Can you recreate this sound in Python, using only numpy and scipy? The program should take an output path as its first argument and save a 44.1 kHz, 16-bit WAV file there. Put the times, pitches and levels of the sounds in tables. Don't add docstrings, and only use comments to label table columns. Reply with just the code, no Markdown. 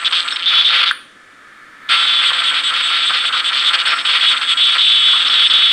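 import sys
import numpy as np
from scipy import signal
from scipy.fft import rfft, irfft
from scipy.io import wavfile
from scipy.ndimage import uniform_filter1d

SR = 44100
rng = np.random.default_rng(int(sys.argv[2]) if len(sys.argv) > 2 else 0)


def digitize_waveform(pressure):
    field = np.atleast_2d(pressure).T
    bounded = np.clip(field, -1, 1)
    quanta = np.round(bounded * 32767).astype(np.int16)
    wavfile.write(sys.argv[1], SR, quanta)


N = 252252
TIME = np.arange(N) / SR
BINS = np.fft.rfftfreq(N, 1 / SR)


def amp(db):
    return 10 ** (np.asarray(db) / 20)

def unit(x):
    return x / np.sqrt(np.mean(x ** 2) + 1e-20)

def follow(rows):
    times, *columns = np.transpose(rows)
    return [np.interp(TIME, times, column) for column in columns]

def spectrum_at(points, hz):
    known_hz, value = np.transpose(points)
    return np.interp(np.log(hz + 1), np.log(known_hz + 1), value)

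def colour(x, points, peaks=()):
    ringing = 1 + sum((amp(db) - 1) / (1 + 2j * (BINS - hz) / width) for hz, width, db in peaks)
    return irfft(rfft(x) * amp(spectrum_at(points, BINS)) * ringing, N)

def wander(hz):
    return unit(irfft(rfft(rng.standard_normal(N)) / np.sqrt(1 + (BINS / hz) ** 4), N))

def window(middle_s, length_s):
    return 1 / (1 + (2 * (TIME - middle_s) / length_s) ** 6)

# frequency_hz, gain_db
SHOP_SPECTRUM = [(20, -8), (80, -10.5), (170, -4), (280, 3.5), (400, -3), (600, -3), (900, -12), (3500, -7),
                 (4500, -15.5), (10000, -19), (11000, -40.5), (14000, -44.5)]
def workshop(level_db=-51):
    return amp(level_db) * unit(colour(rng.standard_normal(N), SHOP_SPECTRUM))

# start_s, stop_s
RUN_TIMES = [(-0.1, 0.8974), (1.887, 5.9)]
def running(rise_s=0.006, decay_s=0.013):
    return sum(np.clip((TIME - start) / rise_s, 0, 1) * np.exp(-np.maximum(TIME - stop, 0) / decay_s)
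               for start, stop in RUN_TIMES)

def frame_drone(level_db=-55):
    spectrum = [(20, -12), (70, -4.5), (160, -3), (280, 17), (450, 5.5), (900, -18)]
    modes = [(210, 4.2, 5.2), (274.7, 6.5, 9.3)]
    return amp(level_db) * unit(colour(rng.standard_normal(N), spectrum, modes)) * running()

# time_s, level_db
RASP_LEVELS = [
    [(0.0, -26), (0.18, -25.5), (0.26, -27), (0.45, -28.5), (0.54, -19.5), (0.65, -27.5), (0.73, -19.5),
     (0.89, -20)],
    [(1.9, -19), (2.4, -21.5), (3.0, -24), (3.6, -23), (3.86, -18.5), (4.0, -22), (4.15, -20), (4.45, -25),
     (5.0, -28), (5.4, -23.5), (5.7, -25.5)],
]
# frequency_hz, gain_db
RASP_SPECTRUM = [(30, -69.5), (150, -35.5), (450, -28), (750, -25.5), (1000, -15), (1250, 0), (1700, -0.5),
                 (2400, 2), (3200, 3), (4400, -1), (5200, -14.5), (6300, -32), (9500, -29.5), (13000, -55)]
# frequency_hz, width_hz, gain_db
FRAME_MODES = [(523.3, 27, 12), (685, 59, 11.5), (827, 50, 11), (998, 8.9, 12.5), (1358, 5.4, 8)]
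def rasp(cycles, lift_db, squeal_db, rebounds_per_s=450, dull_hz=2100, bright_above_db=-19, gain_db=5):
    strikes = np.diff(np.floor(cycles), prepend=0) * amp(2 * wander(67))
    t = np.arange(round(0.005 * SR)) / SR
    metal_ring = rng.standard_normal(len(t)) * np.exp(-t / 0.00098) * 0.13 + (t == 0)
    strikes = signal.fftconvolve(strikes, metal_ring)[:N]
    rebounds = (rng.random(N) < rebounds_per_s / SR) * rng.choice([-1, 1], N) * rng.uniform(0.8, 1, N)
    friction = rng.standard_normal(N) * (0.5 + np.exp(-(cycles % 1) / 2.7))
    force = 0.46 * unit(strikes) + 0.66 * unit(rebounds) + 0.76 * unit(friction)
    flutter = amp(2.08 * wander(17))
    bright = unit(colour(force * flutter, RASP_SPECTRUM, FRAME_MODES))
    dull = irfft(rfft(bright) / (1 + (BINS / dull_hz) ** 6), N)
    contact = np.clip(amp(0.8 * (squeal_db - bright_above_db)), 0.28, 1)
    level_db = follow(np.vstack(RASP_LEVELS))[0] + lift_db + gain_db
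    return amp(level_db) * (dull + contact * (bright - dull))

# time_s, level_db
FIZZ_LEVELS = [(0, -41.5), (0.32, -39.5), (0.48, -58), (0.55, -51), (0.9, -52), (1.9, -38), (2.5, -41.5),
               (3.4, -41), (4.4, -40), (5.1, -37.5), (5.7, -42.5)]
# frequency_hz, gain_db
FIZZ_SPECTRUM = [(4000, -43.5), (5800, -8), (7300, -10.5), (7750, 1), (8050, -14), (8300, -15),
                 (8700, -8.5), (9100, -11), (11000, -19.5), (14000, -43)]
# frequency_hz, width_hz, gain_db
FIZZ_MODES = [(7775, 18, 16), (8240, 35, 11), (8260, 33, 29.5), (9070, 25, -7.5), (8611, 11, 22)]
def feed_fizz(cycles, lift_db, gain_db=-1):
    hiss = rng.standard_normal(N) * (1 + 0.5 * np.cos(2 * np.pi * cycles))
    level_db = follow(FIZZ_LEVELS)[0] + lift_db + gain_db
    return amp(level_db) * unit(colour(hiss, FIZZ_SPECTRUM, FIZZ_MODES))

# time_s, level_db, pitch_hz, roughness
SQUEAL_CURVES = [
    [(0.452, -33, 3430, 1.04), (0.46, -14.5, 3535, 0.7), (0.53, -12, 3440, 0.9), (0.6, -7.5, 3430, 0.5),
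     (0.67, -12, 3535, 0.8), (0.73, -16.5, 3525, 0.76), (0.81, -13, 3294, 0.7), (0.88, -15, 3487, 0.9)],
    [(1.9, -17, 3437, 0.7), (2.15, -13.5, 3440, 0.6), (2.62, -19, 3330, 0.8), (3.1, -17.5, 3420, 0.82),
     (3.48, -19, 3420, 1.08), (3.68, -14, 3440, 1), (3.92, -22.5, 3400, 1.3), (4.27, -11.5, 3345, 0.74),
     (4.41, -22, 3390, 0.97), (4.5, -14, 3360, 0.2), (4.72, -12, 3390, 0.94), (5.08, -9, 3420, 0.61),
     (5.29, -13, 3410, 0.97), (5.45, -9, 3405, 0.76), (5.7, -10, 3410, 0.68)],
]
# start_s, length_s, level_db
FIRST_SCRAPES = [(0.044, 0.036, -12), (0.108, 0.003, -23), (0.123, 0.084, -15), (0.213, 0.022, -24),
                 (0.277, 0.011, -18), (0.303, 0.028, -20.5), (0.357, 0.012, -18.5), (0.389, 0.018, -23.5),
                 (0.421, 0.03, -19)]
def squeal_contour(attack_s=0.0024, release_s=0.0072):
    level_db, hz, rough = follow(np.vstack(SQUEAL_CURVES))
    for start, length, db in FIRST_SCRAPES:
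        onset = np.clip((TIME - start) / attack_s, 0, 1)
        release = np.clip(1 - (TIME - start - length) / release_s, 0, 1)
        level_db = level_db + onset * release * (db - level_db)
    return level_db, hz, rough

# time_s, level_db
FULL_CONTACT = [(0, -10.5), (0.9, -9.5), (1.9, -12), (2.3, -15), (2.6, -15.5), (3.3, -19), (3.7, -10.5),
                (4.3, -13.5), (5.7, -10.5)]
def squeal(cycles, level_db, hz, rough, dive_depth=0.49, gain_db=2):
    duty = np.clip(amp(level_db - follow(FULL_CONTACT)[0]) ** 1.336, 0.08, 1.2)
    from_contact = abs(2 * ((cycles + 0.04 * wander(150)) % 1) - 1)
    gate = np.clip((duty * (1 + 0.256 * wander(120)) - from_contact) / 0.14 + 1.08, 0.026, 1)
    gate = gate / np.sqrt(uniform_filter1d(gate ** 2, size=900))
    bounce = 2 * np.pi * cycles
    dive = -sum(np.sin(k * bounce) / k for k in range(1, 8))
    bend = dive_depth * dive * (1 + 0.42 * wander(150))
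    bend += np.cos(2 * bounce + 0.99 * wander(9.1)) + 0.13 * np.cos(3 * bounce)
    phase = 2 * np.pi * np.cumsum(hz) / SR + np.sqrt(rough) * bend + rough ** 2 * wander(280)
    shimmer = 1 + 0.21 * wander(370)
    return amp(level_db + gain_db) * gate * shimmer * np.sin(phase)

def after_grip(middle_s, length_s, delay_s=0.013, jolt_s=0.024):
    return window(middle_s + length_s / 2 + delay_s, jolt_s)

# middle_s, length_s, rasp_lift_db, jolt_db
RIBBON_SNAGS = [(0.127, 0.036, 0, -23.5), (3.353, 0.042, -1.5, -18.5), (4.766, 0.03, 10.5, -36),
                (5.15, 0.042, 3, -21), (5.279, 0.054, -0.5, -24)]
def jolts(hz=1325, spread_hz=110):
    envelope = sum(amp(db) * window(s, length) for s, length, _, db in RIBBON_SNAGS)
    envelope += sum(amp(db) * after_grip(s, length) for s, length, _, _, _, db, _ in LABEL_GRIPS)
    return envelope * (1 + 0.29 * wander(200)) * np.sin(2 * np.pi * hz * TIME + 1.68 * wander(spread_hz))

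# time_s, thud_db, blade_db, guide_db, guide_t60_s
BLOWS = [(0.324, -9.5, -60, -23.5, 0.14), (0.912, 0.5, -41, -70, 0.1), (3.873, -7, -70, -31, 1),
         (5.285, -30, -62, -20, 0.049), (5.481, -32, -63, -27, 0.07)]
# frequency_hz, level_db, t60_s
BLADE_MODES = [(9302, -3, 0.42), (9351, 0, 0.42), (12750, -14, 0.35)]
def knocks(thud_hz=1560, width_s=0.0008, rebound_s=0.0062, rebound_db=-11, guide_hz=5350):
    out = np.zeros(N)
    for s, thud_db, blade_db, guide_db, guide_t60 in BLOWS:
        t = TIME - s
        impact = np.exp(-(t / width_s) ** 2)
        rebound = amp(rebound_db) * np.exp(-((t - rebound_s) / width_s / 2) ** 2)
        out += amp(thud_db) * (impact + rebound) * np.sin(2 * np.pi * thud_hz * t)
        t = np.maximum(t, 0)
        out += amp(guide_db - 60 * t / guide_t60) * np.sin(2 * np.pi * guide_hz * t)
        for hz, db, t60 in BLADE_MODES:
            out += amp(blade_db + db - 60 * t / t60) * np.sin(2 * np.pi * hz * t)
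    return out

def cracks(relative_db=-33, decay_s=0.003, low_hz=4500, high_hz=9500):
    envelope = sum(amp(thud_db + relative_db) * (TIME >= s) * np.exp(-abs(TIME - s) / decay_s)
                   for s, thud_db, *_ in BLOWS)
    band = 1 / (1 + (low_hz / (BINS + 1)) ** 4) / (1 + (BINS / high_hz) ** 8)
    return envelope * unit(irfft(rfft(rng.standard_normal(N)) * band, N))

def lapse(middle_s, length_s, catch_s=0.0068):
    slide = np.clip((TIME - middle_s + length_s / 2) / (0.6 * length_s) + 0.5, 0, 1)
    return slide * np.clip((middle_s + length_s / 2 - TIME) / catch_s + 0.5, 0, 1)

# middle_s, length_s, change_db
STRAY_SLIPS = [(0.825, 0.0064, -14), (0.852, 0.014, -11.5), (2.062, 0.013, -7), (2.366, 0.04, -8),
               (3.772, 0.018, -27), (3.96, 0.05, -9.5), (4.196, 0.025, -9), (4.4, 0.023, -13.5),
               (4.766, 0.031, -14.5), (5.242, 0.012, -9), (5.292, 0.0096, -13.5), (5.488, 0.02, -17.5),
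               (5.53, 0.009, -6.5)]
def slips(gap_s=0.021, slip_s=0.026):
    change_db = sum(db * lapse(s, length) for s, length, db in STRAY_SLIPS)
    for s, length, _, before_db, after_db, _, _ in LABEL_GRIPS:
        reach = length / 2 + gap_s
        change_db += before_db * lapse(s - reach, slip_s) + after_db * lapse(s + reach, slip_s)
    return change_db

# middle_s, length_s, glide_hz_per_s, slip_before_db, slip_after_db, jolt_db, return_rasp_db
LABEL_GRIPS = [(0.485, 0.048, 1005, -3.5, -2.5, -46, -2), (0.675, 0.04, 1509, -7.5, -3, -38, 2),
               (2.273, 0.05, -1500, -5.5, -10, -17.5, 1.5), (2.475, 0.064, -3000, -11, -9.5, -21.5, 0),
               (2.673, 0.059, -7000, -8.5, -10, -20.5, -1), (2.867, 0.063, -2500, -2.5, -0.5, -20, 2),
               (3.076, 0.042, -2500, 2.5, -6.5, -15.5, 0.5), (3.274, 0.032, -2500, -5.5, -16, -20.5, 1.5),
               (3.473, 0.047, -2500, -14, -10.5, -28.5, -1), (3.676, 0.042, -3000, -3.5, -14.5, -32, 4),
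               (3.873, 0.027, -2000, -15, 0, -26, 1), (4.07, 0.026, -2000, -25, 3.5, -26, 1.5),
               (4.3, 0.066, -1000, -2, -9, -19.5, -1), (4.51, 0.052, -1000, -4.5, -25, -38, 0)]
def stick_slip(grip_rough=0.65, arch_hz=85, return_delay_s=0.084, return_s=0.041, return_hz_per_s=3000):
    squeal_db, hz, rough = squeal_contour()
    slip_db, pressure = slips(), wander(14.15)
    hz += 19 * pressure
    squeal_db += 0.94 * pressure + slip_db
    rasp_lift_db = -1.2 * pressure + 0.17 * slip_db
    rasp_lift_db += sum(db * window(s, length) for s, length, db, _ in RIBBON_SNAGS)
    fizz_lift_db = 0.06 * slip_db
    for s, length, glide, _, _, jolt_db, return_rasp_db in LABEL_GRIPS:
        t = TIME - s
        grip, back = window(s, length), window(s + return_delay_s, return_s)
        jolt = amp(jolt_db + 17) * after_grip(s, length)
        hz += grip * (glide * t + arch_hz * np.cos(2 * np.pi * t / length))
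        hz += back * return_hz_per_s * (t - return_delay_s)
        rough += grip * (grip_rough - rough)
        squeal_db += 2.5 * grip + back
        rasp_lift_db += 2.5 * (jolt - grip) + return_rasp_db * back
        fizz_lift_db += 7 * grip + 1.5 * back
    return squeal_db, hz, rough, rasp_lift_db, fizz_lift_db

# time_s, level_db
WHIRR_LEVELS = [(1.1, -46.5), (1.52, -42), (1.79, -40.5), (1.86, -36.5)]
# frequency_hz, gain_db
WHIRR_SPECTRUM = [(700, -21.5), (1050, -10.5), (1300, 2), (1850, -3), (2000, -3), (2300, -6), (2700, -19.5),
                  (4000, -15.5), (6000, -38)]
# frequency_hz, width_hz, gain_db
WHIRR_MODES = [(1250, 7.8, 9.8), (1218, 3.7, 6.3), (1606, 2.2, 12), (1790, 23, 2.2), (1738, 14, 12.4),
               (1970, 2, 3.7)]
def drive_whirr():
    whirr = unit(colour(rng.standard_normal(N), WHIRR_SPECTRUM, WHIRR_MODES))
    return amp(follow(WHIRR_LEVELS)[0]) * whirr

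def saturate(x, ceiling=0.7, low_hz=1000, high_hz=5000):
    envelope = abs(signal.hilbert(x))
    excess = x - x / (1 + (envelope / ceiling) ** 6) ** (1 / 6)
    band = 1 / np.sqrt((1 + (low_hz / (BINS + 1)) ** 8) * (1 + (BINS / high_hz) ** 16))
    return x - irfft(rfft(excess) * band, N)

# frequency_hz, t60_s
REVERB_TIMES = [(300, 0.92), (1400, 0.38), (3200, 0.55), (8000, 0.38)]
def reverberation(x, onset_s=0.0015):
    hz, t, bands = signal.stft(rng.standard_normal(SR), SR, nperseg=256)
    decay = amp(-60 * t / spectrum_at(REVERB_TIMES, hz)[:, None])
    tail = signal.istft(bands * decay, SR, nperseg=256)[1]
    tail *= np.clip(np.arange(len(tail)) / SR / onset_s, 0, 1)
    return signal.fftconvolve(x, tail / np.linalg.norm(tail))[:N]

def scene(chatter_hz=171.9):
    cycles = np.cumsum(chatter_hz * (1 + 0.007 * wander(4.53) + 0.02 * wander(60))) / SR
    squeal_db, hz, rough, rasp_lift_db, fizz_lift_db = stick_slip()
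    shrill = squeal(cycles, squeal_db, hz, rough) * running()
    frame = (rasp(cycles, rasp_lift_db, squeal_db) + jolts()) * running()
    feed = feed_fizz(cycles, fizz_lift_db) * running()
    blows = knocks() + cracks()
    room = reverberation(amp(-25) * shrill + amp(-14) * (frame + feed) + amp(-12) * blows)
    background = workshop() + drive_whirr() + frame_drone()
    return (saturate(shrill + frame) + feed + blows + room + background)[None]

def record(dry, notch_hz=4010, notch_width_hz=85, notch_db=-15, cutoff_hz=14200):
    notch = amp(notch_db * np.exp(-((BINS - notch_hz) / notch_width_hz) ** 2))
    clipped = np.clip(irfft(rfft(dry) * notch, N), -1, 1)
    lowpass = signal.firwin(511, cutoff_hz, window=("kaiser", 9), fs=SR)
    return signal.oaconvolve(clipped, lowpass[None], "same")


dry = scene()
out = record(dry)
digitize_waveform(out)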